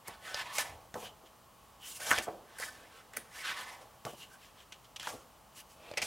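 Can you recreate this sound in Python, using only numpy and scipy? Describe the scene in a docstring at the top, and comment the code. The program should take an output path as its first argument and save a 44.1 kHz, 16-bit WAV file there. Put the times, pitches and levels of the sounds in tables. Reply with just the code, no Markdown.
"""Paper slides, snaps and settles with a soft puff: two pages of a large book turn in a quiet room.
Friction rings each bowed sheet as it slides over the next; it buckles, snaps free and pushes
air out as it lands. Between turns, dry hands brush the paper and fingertips knock on the book.
Heard from close by, in narrow stereo, over a dull room tone."""
import sys
import numpy as np
from scipy import signal
from scipy.io import wavfile
from scipy.ndimage import uniform_filter1d

SR = 44100
rng = np.random.default_rng(int(sys.argv[2]) if len(sys.argv) > 2 else 0)


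def output_pcm(signal):
    """Save a mono or channel-first signal as 16-bit PCM at the path in sys.argv[1].

    Samples are clipped to [-1, 1] before scaling.
    """
    pcm = np.clip(np.atleast_2d(signal).T, -1, 1) * 32767
    wavfile.write(sys.argv[1], SR, np.round(pcm).astype(np.int16))


N = 267246
TIME = np.arange(N) / SR

# paper scrape spectrum (frequency [Hz], level [dB])
SCRAPE_SPECTRUM = [(60, -20), (300, -20), (700, -12), (1200, 2), (2000, 1.5), (3200, 4), (4500, -3),
                   (7000, -13.5), (16000, -48)]
# book body spectrum (frequency [Hz], level [dB])
BODY_SPECTRUM = [(40, -5), (130, -11), (300, -19.5), (450, -4), (600, 0), (760, -3.5), (860, -5.5),
                 (1050, -33), (2000, -40), (8000, -66)]


def gain_of(db):
    """Decibels to amplitude."""
    return 10 ** (np.asarray(db) / 20)


def unit_rms(x):
    """Scale to rms 1."""
    return x / np.sqrt(np.mean(x ** 2) + 1e-20)


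def value_at(points, hz):
    """Interpolate on a log-frequency axis."""
    point_hz, value = np.transpose(points)
    return np.interp(np.log(hz + 1e-6), np.log(point_hz), value)


def add(mix, start_s, sound):
    """Mix a sound in at start_s."""
    part = mix[round(start_s * SR):][:len(sound)]
    part += sound[:len(part)]


def colour(x, spectrum, freq_scale=1, size=4096):
    """Minimum-phase filter: attacks stay sharp."""
    hz = abs(np.fft.fftfreq(size, 1 / SR))
    log_gain = np.log(gain_of(value_at(spectrum, hz / freq_scale)))
    taps = np.fft.ifft(np.exp(np.conj(signal.hilbert(log_gain)))).real[:size // 2]
    return signal.oaconvolve(x, taps)[:len(x)]


def resonate(x, hz, width_hz):
    """Two-stage resonance, rms 1; hz may move."""
    carrier = np.exp(2j * np.pi * np.cumsum(hz * np.ones(len(x))) / SR)
    pole = np.exp(-np.pi * width_hz / SR)
    baseband = signal.lfilter([(1 - pole) ** 2], [1, -2 * pole, pole * pole], x / carrier + 1e-18)
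    return unit_rms((carrier * baseband).real)


def drift(knots_per_s):
    """Random wander, rms 1."""
    knots_s = np.arange(0, TIME[-1] + 1, 1 / knots_per_s)
    return unit_rms(np.interp(TIME, knots_s, rng.standard_normal(4096)[:len(knots_s)]))


def stroke_power(start_s, rise_s, hold_s, fall_s, fade_db=-19):
    """A stroke gathers speed, holds from start_s and dies; fade_db down at rise_s and fall_s out."""
    before = np.maximum(start_s - TIME, 0) / rise_s
    after = np.maximum(TIME - start_s - hold_s, 0) / fall_s
    level_db = fade_db * (before ** 1.47 + after ** 0.89)
    return gain_of(np.maximum(level_db, -120)) ** 2


def blend(powers, levels_db, hz=1):
    """Joint amplitude and power-weighted frequency of overlapping strokes."""
    weighted = powers * gain_of(levels_db)[:, None] ** 2
    total = weighted.sum(0)
    return np.sqrt(total), (weighted * hz).sum(0) / total


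def friction(grains_per_s, spread_db, grain_share):
    """Fibres catch and let go: uneven clicks over a smooth rush."""
    sizes = gain_of(spread_db * np.minimum(rng.exponential(1, N), 4)) * rng.choice([-1, 1], N)
    grains = unit_rms(sizes * (rng.random(N) < grains_per_s / SR))
    return np.sqrt(grain_share) * grains + np.sqrt(1 - grain_share) * rng.standard_normal(N)


def shifting_contact(x, depth_db=1.5):
    """The contact shifts: the colour varies in patches of about 1 kHz by 25 ms."""
    spectra = signal.stft(x, nperseg=256)[2]
    patches = rng.standard_normal(spectra.shape[::-1]).T
    patches = unit_rms(uniform_filter1d(uniform_filter1d(patches, size=6, axis=0), size=9, axis=1))
    return signal.istft(spectra * gain_of(depth_db * patches), nperseg=256)[1][:N]


def room_tone(rush_db=-60.5):
    """Dull rush, thin hiss and a few faint wavering tones."""
    # rush spectrum (frequency [Hz], level [dB])
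    rush_spectrum = [(20, -19), (50, 3.5), (100, -0.5), (200, -1.5), (320, -7), (600, -2), (850, -2),
                     (1120, 0.5), (1500, -9.5), (2200, -13.5), (2750, -12), (3000, -10), (3400, -14.5),
                     (15800, -19)]
    # room tones (frequency [Hz], level [dB])
    tones = [(48.4, -81), (118, -79), (646, -77.5), (786, -78.5), (856, -74.5), (1098, -74.5)]
    rush = unit_rms(colour(rng.standard_normal(N), rush_spectrum))
    hum = sum(gain_of(db) * resonate(rng.standard_normal(N), hz, width_hz=9) for hz, db in tones)
    return gain_of(rush_db + 0.21 * drift(6.7)) * rush + hum


def room(x, early_db, tail_db, echoes=8):
    """Add quick reflections off table and book, and a tail that dies faster in the treble."""
    # room decay (frequency [Hz], t60 [s])
    decay = [(150, 0.78), (500, 0.7), (1500, 0.49), (4000, 0.56), (12000, 0.32)]
    # wall return (frequency [Hz], gain [dB])
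    walls = [(300, 3.5), (900, -2), (2000, -3.0), (12000, -1.5)]
    early = np.zeros(SR // 2)
    signs = rng.choice([-1, 1], echoes)
    delays_s = rng.uniform(0.001, 0.012, echoes)
    early[(SR * delays_s).astype(int)] = signs / np.sqrt(echoes)
    hz, t, spectra = signal.stft(rng.standard_normal(SR // 2), SR, nperseg=256)
    spectra *= gain_of(-60 * t / value_at(decay, hz)[:, None]) * np.minimum(t / 0.0047, 1)
    spectra *= gain_of(value_at(walls, hz))[:, None]
    tail = signal.istft(spectra, SR, nperseg=256)[1][:SR // 2]
    response = gain_of(early_db) * early + gain_of(tail_db) * tail / np.linalg.norm(tail)
    return x + signal.fftconvolve(x, response)[:N]


def stereo_pair(mid, side_noise_db=-72.5):
    """Two close microphones get slightly different reflections, room noise, level and tone."""
    # reflections into the side signal (frequency [Hz], gain [dB])
    width = [(30, -16), (120, -15), (300, -12), (700, -24), (1400, -10), (2500, -19), (6000, -27),
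             (14000, -36)]
    # side room noise (frequency [Hz], level [dB])
    side_spectrum = [(20, -14), (100, 4), (220, 6.5), (400, 2), (1100, 4.5), (2200, -27.5), (4500, -24),
                     (8000, -6), (15000, -58)]
    # hand position (time [s], left minus right [dB])
    position = [(0, -1.3), (.6, -0.5), (1, 0.7), (2.1, 0.14), (2.7, -.7), (3.2, -0.7), (3.6, -0.9),
                (4.05, 0.4), (5.6, 1), (5.95, -0.5)]
    # microphone placement (frequency [Hz], left minus right [dB])
    tone_lean = [(60, .6), (130, 0.6), (300, 3), (480, -.3), (700, -1.8), (1300, -0.7), (2500, 0.05),
                 (9000, -0.4)]
    side = colour(room(mid, early_db=-11, tail_db=-34) - mid, width)
    side += gain_of(side_noise_db) * unit_rms(colour(rng.standard_normal(N), side_spectrum))
    pan_db = np.interp(TIME, *np.transpose(position))
    panned_band = signal.lfilter(*signal.butter(1, 2500, fs=SR), mid)  # treble stays centred
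    side += (gain_of(pan_db / 2) - 1) * panned_band
    left = colour(mid, [(hz, db / 2) for hz, db in tone_lean])
    right = colour(mid, [(hz, -db / 2) for hz, db in tone_lean])
    return np.array([left + side, right - side])


def brushing_hands(ring_rel_width=0.1):
    """Dry skin rasps and hisses on paper or table; each rub has a narrow ring, mostly near 3 kHz."""
    # rubs (full speed at [s], rise [s], hold [s], fall [s], rasp [dB], hiss [dB], ring [dB], ring [Hz])
    rubs = [(1.005, 0.065, 0.045, .04, -57, -54.5, -71, 3050),
            (1.053, 0.029, .02, 0.04, -52.5, -59, -50.5, 3030),
            (1.262, .015, .012, .025, -64.5, -70, -75, 3200),
            (1.833, 0.036, .04, 0.066, -57, -57, -55, 3020),
            (1.875, 0.05, 0.048, 0.068, -60.5, -47.5, -64, 2900),
            (1.96, .03, .012, 0.032, -58, -46.5, -58, 2800),
            (3.167, .002, .002, 0.079, -68, -66, -52.5, 9600),
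            (4.065, 0.017, 0.032, 0.12, -58, -55.5, -57, 3000),
            (4.185, .025, .02, 0.094, -61, -57, -68, 3000),
            (4.213, .02, 0.024, 0.05, -55.5, -64, -57, 2910),
            (4.332, 0.052, 0.021, .03, -66, -62, -58.5, 1564), (4.43, .05, .025, 0.12, -61, -65, -76, 3020),
            (4.593, 0.067, 0.031, 0.044, -62.5, -71, -67, 3150),
            (4.724, 0.011, 0.017, 0.047, -59.5, -74, -60, 2900),
            (4.846, .008, 0.0074, .015, -60, -70, -68, 3200),
            (5.008, .008, 0.017, .06, -49.5, -62, -54, 3200),
            (5.575, 0.035, 0.032, .022, -59, -53.5, -59, 2870),
            (5.71, 0.033, .02, .06, -69, -62.5, -74, 3000)]
    # skin rasp (frequency [Hz], level [dB])
    rasp_spectrum = [(100, -11.5), (400, -20), (1000, -23), (1600, -8.5), (2300, -9.5), (3000, -4.5),
                     (4500, -11.5), (8000, -15), (16000, -41)]
    # skin hiss (frequency [Hz], level [dB])
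    hiss_spectrum = [(2000, -13), (4000, -2.5), (6000, -0.5), (10000, 0), (13000, -6), (15800, -7.5)]
    *timing_s, rasp_db, hiss_db, ring_db, ring_hz = np.transpose(rubs)
    rubbing = np.array([stroke_power(*row) for row in zip(*timing_s)])
    drive = shifting_contact(friction(grains_per_s=4400, spread_db=3.5, grain_share=0.27))
    drive *= gain_of(0.63 * drift(110))
    noise = rng.standard_normal(N)
    ring = sum(np.sqrt(power) * gain_of(db) * resonate(noise, hz, ring_rel_width * hz)
               for power, db, hz in zip(rubbing, ring_db, ring_hz))
    rasp = blend(rubbing, rasp_db)[0] * unit_rms(colour(drive, rasp_spectrum))
    hiss = blend(rubbing, hiss_db)[0] * unit_rms(colour(drive, hiss_spectrum))
    return rasp + hiss + ring


def finger_knock(tick_db, thud_db, thud_hz, t60_s, size=6000):
    """A nail or fingertip hits the book, or a page flaps against it: sharp tick, damped thud."""
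    # tick spectrum (frequency [Hz], gain [dB])
    tick_spectrum = [(100, -3), (2000, 5), (3500, 3), (6500, 2.5), (10000, -6), (15000, -25)]
    t = np.arange(size) / SR
    tick = gain_of(tick_db) * colour(np.exp(-t / 0.00005), tick_spectrum)
    thud = gain_of(thud_db - 60 * t / t60_s) * np.sin(2 * np.pi * thud_hz * t)
    return thud - tick


def air_puff(puff_db, swell_s, t60_s, top_hz, push_db, size=22000):
    """A landing sheet or palm squeezes air out: a dull burst over a low push."""
    # puff spectrum (frequency / top_hz [ratio], level [dB])
    puff_spectrum = [(.02, -43), (.06, -29), (.15, -16), (.3, -17), (.5, 0.5), (.95, 0), (1.3, -4.5),
                     (2, -23), (5, -51), (16, -44)]
    # push spectrum (frequency [Hz], level [dB])
    push_spectrum = [(25, -6), (85, -1), (150, -3), (230, 0.5), (400, -25.5), (1500, -29)]
    t = np.arange(size) / SR
    envelope = np.minimum(t / swell_s, 1) * gain_of(-60 * np.maximum(t - swell_s, 0) / t60_s)
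    air, weight = envelope * rng.standard_normal((2, size))
    puff = gain_of(puff_db) * unit_rms(colour(air, puff_spectrum, top_hz))
    push = gain_of(push_db) * unit_rms(colour(weight, push_spectrum))
    return (puff + push) * np.sqrt(np.mean(envelope ** 2))  # levels apply at the crest


def sheet_snap(slip_s, sheet_hz, ring_db, hiss_db, hiss_hz, body_db, size=6000):
    """A sheet buckles or slips off a finger, shakes the book and shivers on."""
    # crackle spectrum (frequency / hiss_hz [ratio], level [dB])
    crackle_spectrum = [(.2, -22), (.5, -3.5), (.8, -2), (1, 2), (1.35, -5), (1.7, -8), (2.6, -19),
                        (4, -37)]
    slip_t60_s, shiver_t60_s = 0.013, 0.12
    t = np.arange(size) / SR
    after_s = np.maximum(t - slip_s, 0)
    slip = gain_of(-60 * after_s / slip_t60_s)
    shiver = gain_of(-15 - 60 * after_s / shiver_t60_s)
    rough_noise = rng.standard_normal((3, size)) * gain_of(1.9 * rng.standard_normal(size))
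    shake, crackle, shove = rough_noise * np.maximum(slip, shiver)
    scrape = unit_rms(colour(crackle, SCRAPE_SPECTRUM))
    ring = unit_rms(resonate(shake, sheet_hz, width_hz=0.39 * sheet_hz) + gain_of(-10) * scrape)
    hiss = unit_rms(colour(crackle, crackle_spectrum, hiss_hz))
    body = unit_rms(colour(shove, BODY_SPECTRUM))
    sound = gain_of(ring_db) * ring + gain_of(hiss_db) * hiss + gain_of(body_db) * body
    return sound * np.sqrt((slip_s + 0.0011) / t[-1])  # levels apply during the slip


def sliding_sheet(air_fall_ratio=1.58, sink_oct_per_s=1.6, overtone_hz=3380):
    """Friction rings the bowed sheet; the air pocket below sinks in pitch as it opens."""
    # slides (full speed at [s], rise [s], hold [s], fall [s], scrape [dB], edge hiss [dB],
    # air [dB], sheet resonance [Hz], initial pocket resonance [Hz])
    slides = [(0.077, 0.036, .065, 0.054, -53.5, -65, -53, 1650, 950),
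              (0.27, 0.068, 0.049, .08, -47.5, -54.5, -54, 1900, 690),
              (0.389, 0.079, 0.032, 0.035, -39.5, -50.5, -46, 1630, 980),
              (0.466, .06, 0.064, .06, -50, -60, -49, 1910, 1000),
              (0.555, 0.03, 0.049, 0.035, -45, -41, -44.5, 1990, 1050),
              (0.594, 0.02, .018, 0.068, -38, -40, -44, 2050, 870),
              (0.663, .04, .025, 0.12, -54.5, -60, -47.5, 2010, 820),
              (2.008, 0.018, 0.081, .04, -47, -45.5, -50.5, 1580, 690),
              (2.077, 0.032, 0.028, .04, -39.5, -38.5, -43, 1480, 790),
              (2.145, 0.017, 0.042, 0.036, -37.5, -45, -44, 1570, 970),
              (2.229, .02, .014, 0.024, -53, -46.5, -66, 1810, 600),
              (2.562, 0.14, 0.24, 0.4, -59, -68.5, -60.5, 1760, 780),
              (2.612, 0.036, 0.039, 0.11, -47, -46, -55.5, 1710, 865),
              (2.969, 0.1, 0.034, .035, -57, -65, -72, 1870, 700),
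              (3.143, 0.019, 0.046, 0.13, -56, -63, -59, 1750, 590),
              (3.371, 0.069, 0.042, 0.073, -49, -52, -57, 1900, 930),
              (3.457, 0.036, 0.061, 0.065, -37, -49.5, -46.5, 1480, 1200),
              (3.578, 0.047, 0.034, .18, -45, -53, -47, 1870, 1090),
              (3.693, 0.052, 0.041, 0.064, -55.5, -59, -52.5, 2220, 880),
              (3.81, 0.033, .02, .05, -65.5, -66, -53.5, 2340, 717),
              (5.058, 0.038, 0.034, 0.021, -45.5, -52.5, -53, 1530, 920),
              (5.081, .015, 0.011, 0.11, -47.5, -47.5, -49, 1400, 617),
              (5.883, 0.13, .03, 0.067, -56.5, -68, -53.5, 2400, 610),
              (5.988, 0.028, 0.02, .03, -44.5, -66, -48, 2500, 650),
              (6.037, .015, .015, .05, -47.5, -43.5, -48.5, 2460, 684)]
    # edge hiss (frequency [Hz], level [dB])
    hiss_spectrum = [(1500, -31), (3500, 0), (5000, 3), (6400, 3.5), (7700, 2), (10000, 1.5), (12500, -4.5),
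                     (15800, -12)]
    start_s, rise_s, hold_s, fall_s, scrape_db, hiss_db, air_db, ring_hz, open_hz = np.transpose(slides)
    rubbing = np.array([stroke_power(*row) for row in zip(start_s, rise_s, hold_s, fall_s)])
    air_fall_s = fall_s * air_fall_ratio
    flowing = np.array([stroke_power(*row) for row in zip(start_s, rise_s, hold_s, air_fall_s)])
    opening_s = np.clip(TIME - start_s[:, None], 0, 0.5)
    sinking_hz = open_hz[:, None] * np.exp2(-sink_oct_per_s * opening_s)
    scrape_gain, sheet_hz = blend(rubbing, scrape_db, ring_hz[:, None])
    hiss_gain, _ = blend(rubbing, hiss_db)
    air_gain, pocket_hz = blend(flowing, air_db, sinking_hz)

    drive = shifting_contact(friction(grains_per_s=3000, spread_db=3.0, grain_share=0.42))
    drive *= gain_of(drift(140))
    bend_hz = sheet_hz * (1 + 0.11 * drift(30))  # the sheet's curve is never quite still
    ring = resonate(drive, bend_hz, width_hz=470)
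    overtone = resonate(drive, overtone_hz, width_hz=770)
    broadband = unit_rms(colour(np.roll(drive, 200), SCRAPE_SPECTRUM))
    scrape = unit_rms(broadband + gain_of(-0.1) * ring + gain_of(-11) * overtone)
    hiss = unit_rms(colour(drive, hiss_spectrum))
    pocket = resonate(rng.standard_normal(N), pocket_hz, width_hz=494)
    air = gain_of(-2.5) * pocket + gain_of(-16) * unit_rms(colour(drive, BODY_SPECTRUM))
    return scrape_gain * scrape + hiss_gain * hiss + air_gain * air


def scene(low_cut_hz=73):
    """Paper and hands, deep bass cut, in the room, in stereo, over the room tone."""
    # snaps (time [s], slip [s], sheet resonance [Hz], ring [dB], hiss [dB], hiss centre [Hz], body [dB])
    snaps = [(0.075, 0.007, 1800, -58, -47.5, 9000, -64), (0.0813, .001, 1780, -45, -38.5, 9500, -55),
             (0.3441, .0019, 4760, -31.5, -41.5, 6500, -37.5), (0.583, 0.0029, 2110, -29.5, -28, 6200, -34),
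             (0.9416, 0.00093, 1660, -40, -42, 5750, -41), (2, 0.0062, 1840, -50, -50, 7000, -51.5),
             (2.1069, 0.0034, 1590, -28, -30.5, 9100, -40), (2.112, 0.005, 1570, -18.5, -30, 6650, -41),
             (2.122, 0.013, 1380, -31, -36, 6040, -58), (2.162, .001, 3000, -36, -39, 6000, -41),
             (2.179, 0.0011, 2900, -28.5, -39, 6000, -33), (2.185, .0012, 2680, -28, -29, 6100, -32.5),
             (2.585, 0.0038, 1750, -45, -44.5, 9000, -60), (2.5995, .0016, 1790, -43, -41.5, 9200, -45.5),
             (2.622, 0.018, 1830, -38.5, -54, 7000, -62), (3.1345, .003, 1750, -48, -52, 8000, -60),
             (3.1658, .0006, 1800, -43, -42, 9100, -75), (3.1694, .0018, 1920, -33.5, -31.5, 9400, -45),
             (4.0529, 0.0018, 1750, -50, -43.5, 7040, -41), (4.722, .0072, 2950, -46.5, -51.5, 5400, -73),
             (4.9607, 0.0069, 3040, -42.5, -45.5, 5600, -66),
             (4.9971, 0.0027, 3180, -40.5, -44.5, 5500, -56), (5.029, 0.0034, 1620, -46, -46, 6000, -64),
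             (5.0731, 0.0037, 1420, -36, -46, 6000, -49), (5.9135, 0.0022, 2600, -62, -50, 4500, -44),
             (5.938, 0.0027, 2380, -47.5, -55, 4500, -45), (5.9721, .013, 2320, -33, -35.5, 5000, -41.5),
             (6.017, 0.013, 2190, -34.5, -35, 5070, -42.5)]
    # puffs (time [s], level [dB], swell [s], t60 [s], band top [Hz], low push [dB])
    puffs = [(0.082, -42.5, 0.0015, 0.074, 915, -49), (0.664, -53.5, 0.029, 0.75, 87.5, -84),
             (0.952, -37.5, 0.0048, 0.18, 870, -47), (1.02, -47.5, .008, 0.33, 900, -58),
             (1.236, -53, .002, 0.08, 724, -71), (2.113, -31.5, 0.0061, 0.13, 1400, -46),
             (2.19, -42.5, .004, 0.13, 705, -48), (2.266, -34, 0.017, 0.097, 855, -67),
             (2.295, -47, 0.0044, 0.57, 753, -58), (3.172, -48, 0.0022, 0.069, 493, -58),
             (4.056, -38, 0.01, 0.14, 890, -50.5), (4.125, -47, 0.0096, 0.06, 700, -53.5),
             (5.098, -50, 0.0055, 0.057, 700, -67), (5.129, -44, 0.0041, .13, 585, -53),
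             (6.022, -56, 0.01, 0.047, 500, -46.5)]
    # knocks, and one page flap at 2.2868 s (time [s], tick [dB], thud [dB], thud [Hz], t60 [s])
    knocks = [(0.9416, -30, -43, 173, 0.053), (1.2375, -54, -46, 614, 0.023),
              (2.2868, -60, -26, 774, 0.017), (2.5986, -46, -39.5, 546, 0.016),
              (4.0515, -22.5, -38.5, 146, 0.059), (5.0722, -22.5, -26, 906, 0.017),
              (5.9138, -36, -34, 600, 0.035), (5.9375, -36, -37, 556, 0.022)]
    paper = sliding_sheet() + brushing_hands()
    for source, events in ((sheet_snap, snaps), (air_puff, puffs), (finger_knock, knocks)):
        for start_s, *settings in events:
            add(paper, start_s, source(*settings))
    low_cut = signal.butter(2, low_cut_hz, "high", fs=SR, output="sos")
    mid = room(signal.sosfilt(low_cut, paper), early_db=-12, tail_db=-17)
    return stereo_pair(mid) + room_tone()


def record(dry, cutoff_hz=15950):
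    """Steep low-pass band limit."""
    taps = signal.firwin(511, cutoff_hz, window=("kaiser", 9), fs=SR)
    return signal.oaconvolve(dry, taps[None], "same", axes=1)


dry = scene()
out = record(dry)
output_pcm(out)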